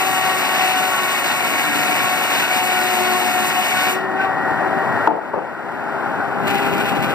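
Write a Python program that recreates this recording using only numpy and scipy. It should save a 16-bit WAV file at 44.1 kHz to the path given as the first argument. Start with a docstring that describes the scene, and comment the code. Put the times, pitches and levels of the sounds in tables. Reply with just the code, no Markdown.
"""A sawmill's circular saw rips a log, whining at its tooth rate and labouring through a hard stretch.
The teeth leave the wood; the blade grazes the loose slab and speeds up while its steel plate sings.
The slab drops with a clunk and bounces; an automatic gain control ducks and slowly recovers.
The carriage rumbles back, and the log's sawn face brushes the blade about once a turn."""
import sys
import numpy as np
from scipy import signal
from scipy.fft import rfft, irfft, next_fast_len
from scipy.io import wavfile

SR = 44100
rng = np.random.default_rng(int(sys.argv[2]) if len(sys.argv) > 2 else 0)


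def store_wav(level_fs):
    """Save 16-bit WAV to argv[1]."""
    pcm = np.round(np.clip(np.atleast_2d(level_fs), -1, 1) * 32767)
    wavfile.write(sys.argv[1], SR, pcm.T.astype(np.int16))


N = 314874
TIME = np.arange(N) / SR
TEETH, BITE_DB = 30, -33.5  # teeth on the blade; base level of the cut
ACCENT_S = 5.2  # a brief ring and a dip in the roar just after the clunk

# knots in the log: (time [s], half length [s], boost [dB])
KNOT_SURGES = [(0.26, 0.031, 2.5), (0.637, 0.16, 3), (2.02, 0.078, 1.5), (2.394, 0.096, 3),
               (3.133, 0.05, 3)]
# colour of tearing wood: (frequency [Hz], level [dB])
RIP_SPECTRUM = [(100, -20.5), (260, -7.5), (480, -12.5), (580, -6.5), (850, -2), (1250, -6.5), (1500, -6),
                (1750, -5), (2000, -4), (2400, -4), (2900, -3), (3120, -10.5), (3600, -7.5), (4300, -13.5),
                (7000, -24.5), (15000, -59.5)]
# colour of the cut's crackling hiss: (frequency [Hz], level [dB])
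CRACKLE_SPECTRUM = [(1200, -35), (3000, -12), (4300, -4), (5700, -8.5), (6700, 2), (7600, -2.5),
                    (9000, 1.5), (10200, -9), (13000, 1), (15500, -5.5)]
def rip(teeth):
    """Teeth tear fibres: the log roars, and a crackling hiss throbs once a turn."""
    bite = amp(BITE_DB) * cutting() + amp(-47.5) * grazing() + 1e-9
    knots_db = sum(db * swell(s, half) for s, half, db in KNOT_SURGES)
    grain_db = 0.51 * wobble(16)  # harder and softer wood
    throb_db = 0.3 * np.cos(2 * np.pi * teeth / TEETH) + 0.85 * wobble(29.55)
    strokes = amp(.5 * np.cos(2 * np.pi * teeth))
    flutter = uneven_teeth(teeth, spread_db=1.4) * unit(amp(.8 * wobble(45)))
    snaps = amp(2.6 * wobble(6000))
    body = amp(10.5 + knots_db + grain_db + 0.8 * wobble(17)) * rush(RIP_SPECTRUM, strokes * flutter)
    depth = np.sqrt(np.minimum(bite / amp(BITE_DB), 1))  # a light touch crackles less
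    crackle = amp(5 + grain_db + throb_db) * depth * rush(CRACKLE_SPECTRUM, strokes * snaps)
    return bite * (body + crackle)


# envelopes of tooth harmonics 1, 2 and 3: (time [s], level [dB])
HUM_ENVELOPE = [(0, -36.5), (1.5, -37), (1.75, -54), (2, -38.5), (2.65, -39), (2.82, -29.5), (3.23, -27),
                (3.3, -37), (3.43, -28.5), (3.58, -38), (3.82, -45), (3.92, -31.5), (4.22, -32),
                (4.4, -38.5), (4.75, -30), (5.6, -37.5), (6.2, -35.5), (6.48, -27.5), (6.83, -28.5),
                (7.14, -45)]
HOWL_ENVELOPE = [(0, -23.5), (.26, -21), (.32, -22.5), (.37, -31), (.52, -27.5), (.59, -21), (.9, -25),
                 (.97, -36), (1.3, -32), (2.15, -25.5), (2.28, -32), (2.48, -36), (2.52, -23), (3.46, -23),
                 (3.505, -34), (3.54, -27.5), (3.59, -17), (3.69, -39), (3.74, -22.5), (3.9, -27.5),
                 (3.99, -31.5), (4.1, -29), (4.27, -20.5), (4.33, -27), (4.9, -26), (5.3, -67), (6, -33),
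                 (6.55, -26), (7.14, -29)]
THIRD_ENVELOPE = [(0, -32), (.28, -27.5), (.42, -29.5), (.55, -28), (.75, -34.5), (.97, -29), (1.12, -26.5),
                  (1.19, -37), (1.38, -30.5), (1.6, -29.5), (1.75, -41), (1.95, -28), (2.07, -25),
                  (2.16, -33), (2.32, -30.5), (2.42, -39), (3, -35), (3.14, -26), (3.32, -51), (3.43, -30),
                  (3.68, -32), (3.85, -28.5), (3.98, -32), (4.1, -57), (4.28, -26), (4.42, -44), (5.6, -49),
                  (7.14, -36)]
def whine(teeth):
    """Low harmonics of the tooth rate: firm under load, ragged when the blade runs free."""
    wood = cutting()
    firm = tone(2 * teeth, drift=.15, flutter_db=1.3, rate=30)
    ragged = tone(2 * teeth, drift=.5, flutter_db=2, rate=45)
    howl = amp(curve(HOWL_ENVELOPE)) * (wood * firm + (1 - wood) * ragged)
    hum_drift = .2 * wood + .45 * (1 - wood)
    hum = amp(curve(HUM_ENVELOPE)) * tone(teeth, hum_drift, flutter_db=2.2, rate=30)
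    third = amp(curve(THIRD_ENVELOPE)) * tone(3 * teeth, drift=.55, flutter_db=2, rate=45)
    return hum + howl + third


# tooth harmonics 4 to 7: (early level [dB], later level [dB])
RASP_LEVELS = [(-38, -38.5), (-33.5, -35), (-34.5, -33.5), (-35.5, -38)]
def rasp(teeth):
    """Wood gives the whine its edge: upper harmonics that each swell and sink on their own."""
    out = 0
    for k, levels_db in enumerate(RASP_LEVELS, 4):
        db = np.interp(TIME, [1.008, 1.3], levels_db)  # the grain changes
        out += amp(db + 1.5 * wobble(4.15)) * tone(k * teeth, drift=.42, flutter_db=2.5, rate=35)
    return cutting() * out


# squeal accents: (time [s], half length [s], level [dB])
PINCHES = [(.72, .1, -34), (.98, 0.16, -33), (2.46, .07, -28.5), (2.77, .092, -31), (3.083, 0.089, -31),
           (3.8, 0.048, -26), (4.222, 0.024, -19)]
def squeal(teeth):
    """The fourth tooth harmonic squeals where the wood pinches the blade."""
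    level = sum(amp(db) * swell(s, half) for s, half, db in PINCHES)
    return level * tone(4 * teeth, drift=0.33, flutter_db=3.5, rate=54)


# choked plate modes: (frequency [Hz], width [Hz], level [dB], gain while binding [dB])
DAMPED_MODES = [(917, 23, -41, 3.5), (1372, 52, -38, 4.5), (1627, 26, -44.5, 9.5), (2170, 130, -39.5, 2),
                (2310, 100, -33, 4), (2576, 120, -40, 4), (2914, 74, -33.5, -3)]
def damped_plate():
    """Wood around the blade damps its plate into broad, noisy resonances."""
    binding = swell(1.97, half=0.65)  # the cut closes on the blade
    return cutting() * sum(amp(db + bind_db * binding + 2.2 * wobble(4.98)) * resonance(hz, width)
                           for hz, width, db, bind_db in DAMPED_MODES)


# clear plate modes: (frequency [Hz], level in the cut [dB], when free [dB], as the slab lands [dB])
SINGING_MODES = [(1813, -44, -35, -38), (1907, -37.5, -32.5, -34)]
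def singing_plate():
    """Two close modes of the steel plate sing out once it is free and fade after the slab lands."""
    wood, landing = cutting(), SLAB_HITS[0][0]
    fade_db = hold_db(0, landing, release=12)
    out = 0
    for hz, cut_db, free_db, landed_db in SINGING_MODES:
        ring_db = np.interp(TIME, [landing, landing + 0.054], [free_db, landed_db]) + fade_db
        level = wood * amp(cut_db) + (1 - wood) * amp(ring_db)
        out += level * tone(hz * TIME, drift=0.5, flutter_db=1.8, rate=16)
    return out


# rough spots on the sawn face: (time [s], length [s], level [dB])
ROUGH_SPOTS = [(6.475, .008, -29.5), (6.501, .01, -33), (6.55, .006, -31), (6.58, .004, -35),
               (6.628, .004, -38), (6.648, 0.019, -35), (6.722, 0.018, -34), (6.782, 0.031, -29),
               (6.86, .007, -28), (6.881, 0.018, -29.5), (6.958, .008, -35), (7.027, 0.014, -26),
               (7.094, 0.02, -31)]
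# colour of the scrape: (frequency [Hz], level [dB])
SCRAPE_SPECTRUM = [(300, -8), (1500, -2.5), (2000, -2), (2500, 2), (3400, -5.5), (5600, -21), (6800, -17),
                   (10000, -22.5), (13000, -18), (15500, -17)]
def scrape(teeth):
    """The returning log brushes the blade; rough spots catch the teeth about once a turn."""
    catches = sum(amp(db + hold_db(s, s + length, attack=2000, release=600))
                  for s, length, db in ROUGH_SPOTS)
    grit = amp(2.4 * wobble(2000)) * uneven_teeth(teeth, spread_db=1.2)
    return (pressing() + catches) * rush(SCRAPE_SPECTRUM, grit)


def graze():
    """The loose slab touches the blade with one short rasp."""
    return amp(-29.5) * grazing() * resonance(hz=2373, width_hz=1000)


# tooth harmonics 5 to 7: (level relative to the steady scrape [dB])
RUB_LEVELS = [-9.5, -9, -9.5]
def rub(teeth):
    """Teeth rubbing the sawn face lay a pitched buzz under the scrape."""
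    return pressing() * sum(amp(db) * tone(k * teeth, drift=.6, flutter_db=2.5, rate=30)
                            for k, db in enumerate(RUB_LEVELS, 5))


# landing and bounce: (time [s], ring level [dB], clatter level [dB])
SLAB_HITS = [(5.074, 6.5, -8), (5.0966, -1.5, -17), (5.334, -6.5, -9)]
# the slab's woody ring: (frequency [Hz], level [dB], t60 [s])
SLAB_MODES = [(326, -11.5, .13), (470, -10, .045), (560, -14, .07), (668, -6.5, .07), (735, -12, .09),
              (802, -14, .1), (886, -4.5, .1), (925, -2.5, .035), (1093, -14, .035), (1320, -7, .03)]
# colour of the rollers: (frequency [Hz], level [dB])
CLATTER_SPECTRUM = [(40, -31), (200, -3), (450, 0.5), (700, 3), (1000, -1), (1500, -17), (2500, -25),
                    (5000, -52), (15000, -64)]
def slab():
    """The heavy slab cracks onto the rollers and rings briefly; they clatter, and it bounces."""
    ring, clatter, crack = np.zeros((3, N))
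    t = np.arange(SR // 2) / SR
    onset = 1 - np.exp(-t / 0.0016)
    modes = sum(amp(db - 60 * t / t60) * np.sin(2 * np.pi * hz * t) for hz, db, t60 in SLAB_MODES)
    for s, ring_db, clatter_db in SLAB_HITS:
        span = slice(round(s * SR), round(s * SR) + len(t))
        ring[span] += onset * amp(ring_db) * modes
        clatter[span] += (1 - np.exp(-t / 0.003)) * amp(clatter_db - 60 * t / 0.45)
        crack[span] += onset * amp(ring_db - 21 - 60 * t / .012)
    return ring + amp(-8) * shed(ring) + clatter * rush(CLATTER_SPECTRUM) + crack * rush(SCRAPE_SPECTRUM)


# colour of the machine bed: (frequency [Hz], level [dB])
ROAR_SPECTRUM = [(25, -38), (70, -20.5), (130, -9), (320, -6), (420, -6.5), (490, -7.5), (640, -0.5),
                 (850, 1), (1200, -6.5), (1430, -1), (1800, -10.5), (2150, -15), (3400, -27.5), (5600, -40),
                 (6800, -39), (10000, -44.5), (15000, -43.5)]
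def roar():
    """Blade and drive roar and rattle, opening up as the cut ends and dipping just after the clunk."""
    open_db = np.interp(TIME, [3.7, 4.62], [-26, -20])
    lowered = np.interp(TIME, [SLAB_HITS[-1][0], 5.3], [0, 1])  # a step down near the slab's bounce
    dips_db = -2.5 * lowered - 2 * accent()
    level = amp(open_db + dips_db + 0.35 * wobble(14))
    rattle = amp(0.6 * wobble(250))
    return level * rush(ROAR_SPECTRUM, rattle)


# envelope of the rumble: (time [s], level [dB])
CARRIAGE_ENVELOPE = [(0, -36), (1, -41), (1.8, -32), (2.4, -39), (4, -33.5), (4.8, -30.5), (6, -34),
                     (6.6, -25.5), (7.14, -23.5)]
# colour of the rumble: (frequency [Hz], level [dB])
RUMBLE_SPECTRUM = [(25, -31), (70, -8), (150, 2.5), (280, 4), (420, -1), (700, -15), (2000, -50)]
# feed drones: (frequency [Hz], level relative to the rumble [dB], gain while labouring [dB])
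FEED_DRONES = [(218.3, -11.5, 11), (286.7, -5.5, 0)]
def carriage():
    """The carriage rumbles on its rails and drones while it feeds the log."""
    level_db = curve(CARRIAGE_ENVELOPE)
    rumble = amp(level_db + 0.97 * wobble(10)) * rush(RUMBLE_SPECTRUM)
    labouring = amp(hold_db(2.74, 3.73, attack=53, release=53))  # a hard stretch of the log
    drone = sum(amp(db + labour_db * labouring) * tone(hz * TIME, drift=0.6, flutter_db=2, rate=16)
                for hz, db, labour_db in FEED_DRONES)
    feed_db = hold_db(0, 3.96, release=17)
    return rumble + amp(level_db + feed_db) * drone


# soft wheel thuds: (time [s], half length [s], level [dB])
WHEEL_THUDS = [(2.05, .1, -44), (4.53, .09, -36.5), (4.95, .1, -34)]
# colour of a thud: (frequency [Hz], level [dB])
THUD_SPECTRUM = [(45, -30), (85, -13), (120, 2), (150, -9), (260, -28), (1000, -80)]
def wheels():
    """The laden carriage thuds over its rails and groans for a moment in the cut."""
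    thuds = sum(amp(db) * swell(s, half) for s, half, db in WHEEL_THUDS) * rush(THUD_SPECTRUM)
    groan = amp(-33) * swell(1.8, half=.2) * resonance(hz=295, width_hz=40)
    return thuds + groan


def frame():
    """The carriage's iron frame rings briefly just after the clunk, then rattles on."""
    rattling = np.clip((TIME - ACCENT_S) / 0.018, 0, 1)
    level = amp(-28) * accent() + amp(-37 + 4.2 * wobble(45)) * rattling
    return level * resonance(hz=1496, width_hz=140)


# reverb of the shed: (frequency [Hz], t60 [s])
SHED_DECAY = [(150, 0.97), (1000, 0.44), (10000, 0.099)]
def shed(x):
    """The walls answer with a stereo tail whose treble dies first."""
    hz, t, noise = signal.stft(rng.standard_normal((2, SR // 2)), SR, nperseg=256)
    decay = amp(-60 * t / along(SHED_DECAY, hz)[:, None])
    _, tail = signal.istft(noise * decay, SR, nperseg=256)
    return signal.fftconvolve(x[None], tail / np.linalg.norm(tail[0]), axes=1)[:, :N]


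def cutting():
    """1 while the teeth are in the log, dying to 0 as they leave it."""
    return amp(hold_db(0, 3.921, release=161))


def grazing():
    """1 while the loose slab touches the blade."""
    return amp(hold_db(4.21, 4.249, attack=265, release=265))


def pressing():
    """Gain of the rubbing as the sawn face leans on the blade and eases off."""
    return amp(-27.5 + hold_db(6.485, 6.485, attack=227, release=9))


def accent():
    """Envelope of the brief ring and the dip in the roar just after the clunk."""
    return swell(ACCENT_S, half=0.018)


def uneven_teeth(teeth, spread_db):
    """No two teeth bite alike, so their pattern flutters past once a turn."""
    sizes = amp(spread_db * unit(rng.standard_normal(TEETH)))
    return unit(np.interp(teeth, np.arange(TEETH), sizes, period=TEETH))


# stereo image of the noise: (frequency [Hz], left-right correlation [0 to 1])
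STEREO_LIKENESS = [(100, .98), (1700, .94), (2100, .25), (2800, .93), (4500, .9), (15000, .95)]
def rush(spectrum, strength=1):
    """Stereo noise of rms 1: a random force of varying strength through a spectrum."""
    def mid_side(hz):
        width = np.arccos(np.clip(along(STEREO_LIKENESS, hz), -1, 1)) / 2
        return amp(along(spectrum, hz)) * [np.cos(width), np.sin(width)]
    mid, side = filtered(rng.standard_normal((2, N)) * strength, mid_side)
    return unit(np.array([mid + side, mid - side]))


def tone(cycles, drift, flutter_db, rate):
    """A sine of rms 1 wavering in phase (drift, in radians) and in level."""
    phase = 2 * np.pi * cycles + drift * wobble(rate)
    return unit(np.sin(phase) * amp(flutter_db * wobble(rate)))


def resonance(hz, width_hz):
    """Noise of rms 1 ringing in one damped mode."""
    return unit(filtered(rng.standard_normal(N), lambda f: 1 / (1 + (2 * (f - hz) / width_hz) ** 2)))


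def hold_db(start, end, attack=0, release=0):
    """0 dB from start to end, with ramps in dB a second before and after."""
    return -attack * np.maximum(start - TIME, 0) - release * np.maximum(TIME - end, 0)


def swell(s, half):
    """A smooth bump of height 1 around time s."""
    return np.exp(-((TIME - s) / half) ** 2)


def wobble(rate):
    """A smooth random curve, rate points a second."""
    points = rng.standard_normal(int(N * rate / SR) + 2)
    fine = signal.resample(points, next_fast_len(12 * len(points)))
    return np.interp(np.arange(N) * len(fine) / N, np.arange(len(fine)), fine)


def curve(points):
    """(time, value) breakpoints read at every sample."""
    return np.interp(TIME, *np.transpose(points))


def along(points, hz):
    """(frequency, value) breakpoints read on a log axis."""
    f, v = np.transpose(points)
    return np.interp(np.log(hz + 1), np.log(f + 1), v)


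def filtered(x, response):
    """x through a complex frequency response."""
    m = next_fast_len(N + SR // 2)
    return irfft(rfft(x, m) * response(np.fft.rfftfreq(m, 1 / SR)), m)[..., :N]


def amp(db):
    """Decibels to gain."""
    return 10 ** (np.asarray(db) / 20)


def unit(x):
    """Scaled to rms 1."""
    return x / np.sqrt(np.mean(x ** 2) + 1e-20)


# the blade sags in the wood and recovers when free: (time [s], tooth rate [Hz])
TOOTH_RATE = [(0, 377.6), (0.5, 372.2), (0.75, 372.9), (1.3, 367.4), (1.6, 367.8), (2, 368), (2.4, 371.2),
              (3, 365.2), (3.6, 367.2), (3.85, 371.4), (4.2, 383), (4.7, 383.6), (5.6, 398.3), (7.1, 398.7)]
def scene():
    """The blade's speed drives the cut, whine and scraping, over a bed of machinery."""
    teeth = np.cumsum(curve(TOOTH_RATE)) / SR  # count of teeth gone by
    saw = rip(teeth) + whine(teeth) + rasp(teeth) + squeal(teeth)
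    plate = damped_plate() + singing_plate()
    touches = scrape(teeth) + graze() + rub(teeth)
    bed = roar() + carriage() + wheels() + frame()
    return saw + plate + touches + slab() + bed


# stereo balance: (frequency [Hz], left minus right [dB])
MIC_BALANCE = [(100, 0.5), (450, 5.5), (850, 6), (1600, 0.5), (2700, 2.5), (4200, 1.5), (6500, -1),
               (9000, -1), (12200, -2), (15000, 0.5)]
# stereo phase: (frequency [Hz], left lead [rad])
MIC_PHASE = [(30, -2.8), (170, -1.9), (450, -1), (900, -.3), (1800, 0), (2050, .6), (2250, 2.4),
             (2650, 2.2), (3000, 2.5), (3350, 3.2), (4900, 6), (5600, 6.6), (6600, 9.4), (16000, 29.3)]
def microphones(hz):
    """Response of two capsules that differ in level and in phase."""
    lead = np.interp(hz, *np.transpose(MIC_PHASE))
    left = amp(along(MIC_BALANCE, hz) / 2) * np.exp(.5j * lead)
    return np.array([left, 1 / left]) / np.sqrt((abs(left) ** 2 + abs(left) ** -2) / 2)


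def gain_control(x, limit_db, attack_s, recovery_db_per_s):
    """A peak over the limit ducks the gain, which then creeps back."""
    over_db = np.maximum(20 * np.log10(abs(x).max(0) + 1e-9) - limit_db, 0)
    ramp = recovery_db_per_s * TIME
    duck_db = np.maximum.accumulate(over_db + ramp) - ramp
    pole = np.exp(-1 / (attack_s * SR))
    return x * amp(-signal.lfilter([1 - pole], [1, -pole], duck_db))


def record(dry):
    """Microphone pair, gain control, clipping at full scale and a steep high cut."""
    x = gain_control(filtered(dry, microphones), limit_db=-3, attack_s=.002, recovery_db_per_s=11)
    return filtered(np.clip(x, -1, 1), lambda hz: hz < 15720)


dry = scene()
out = record(dry)
store_wav(out)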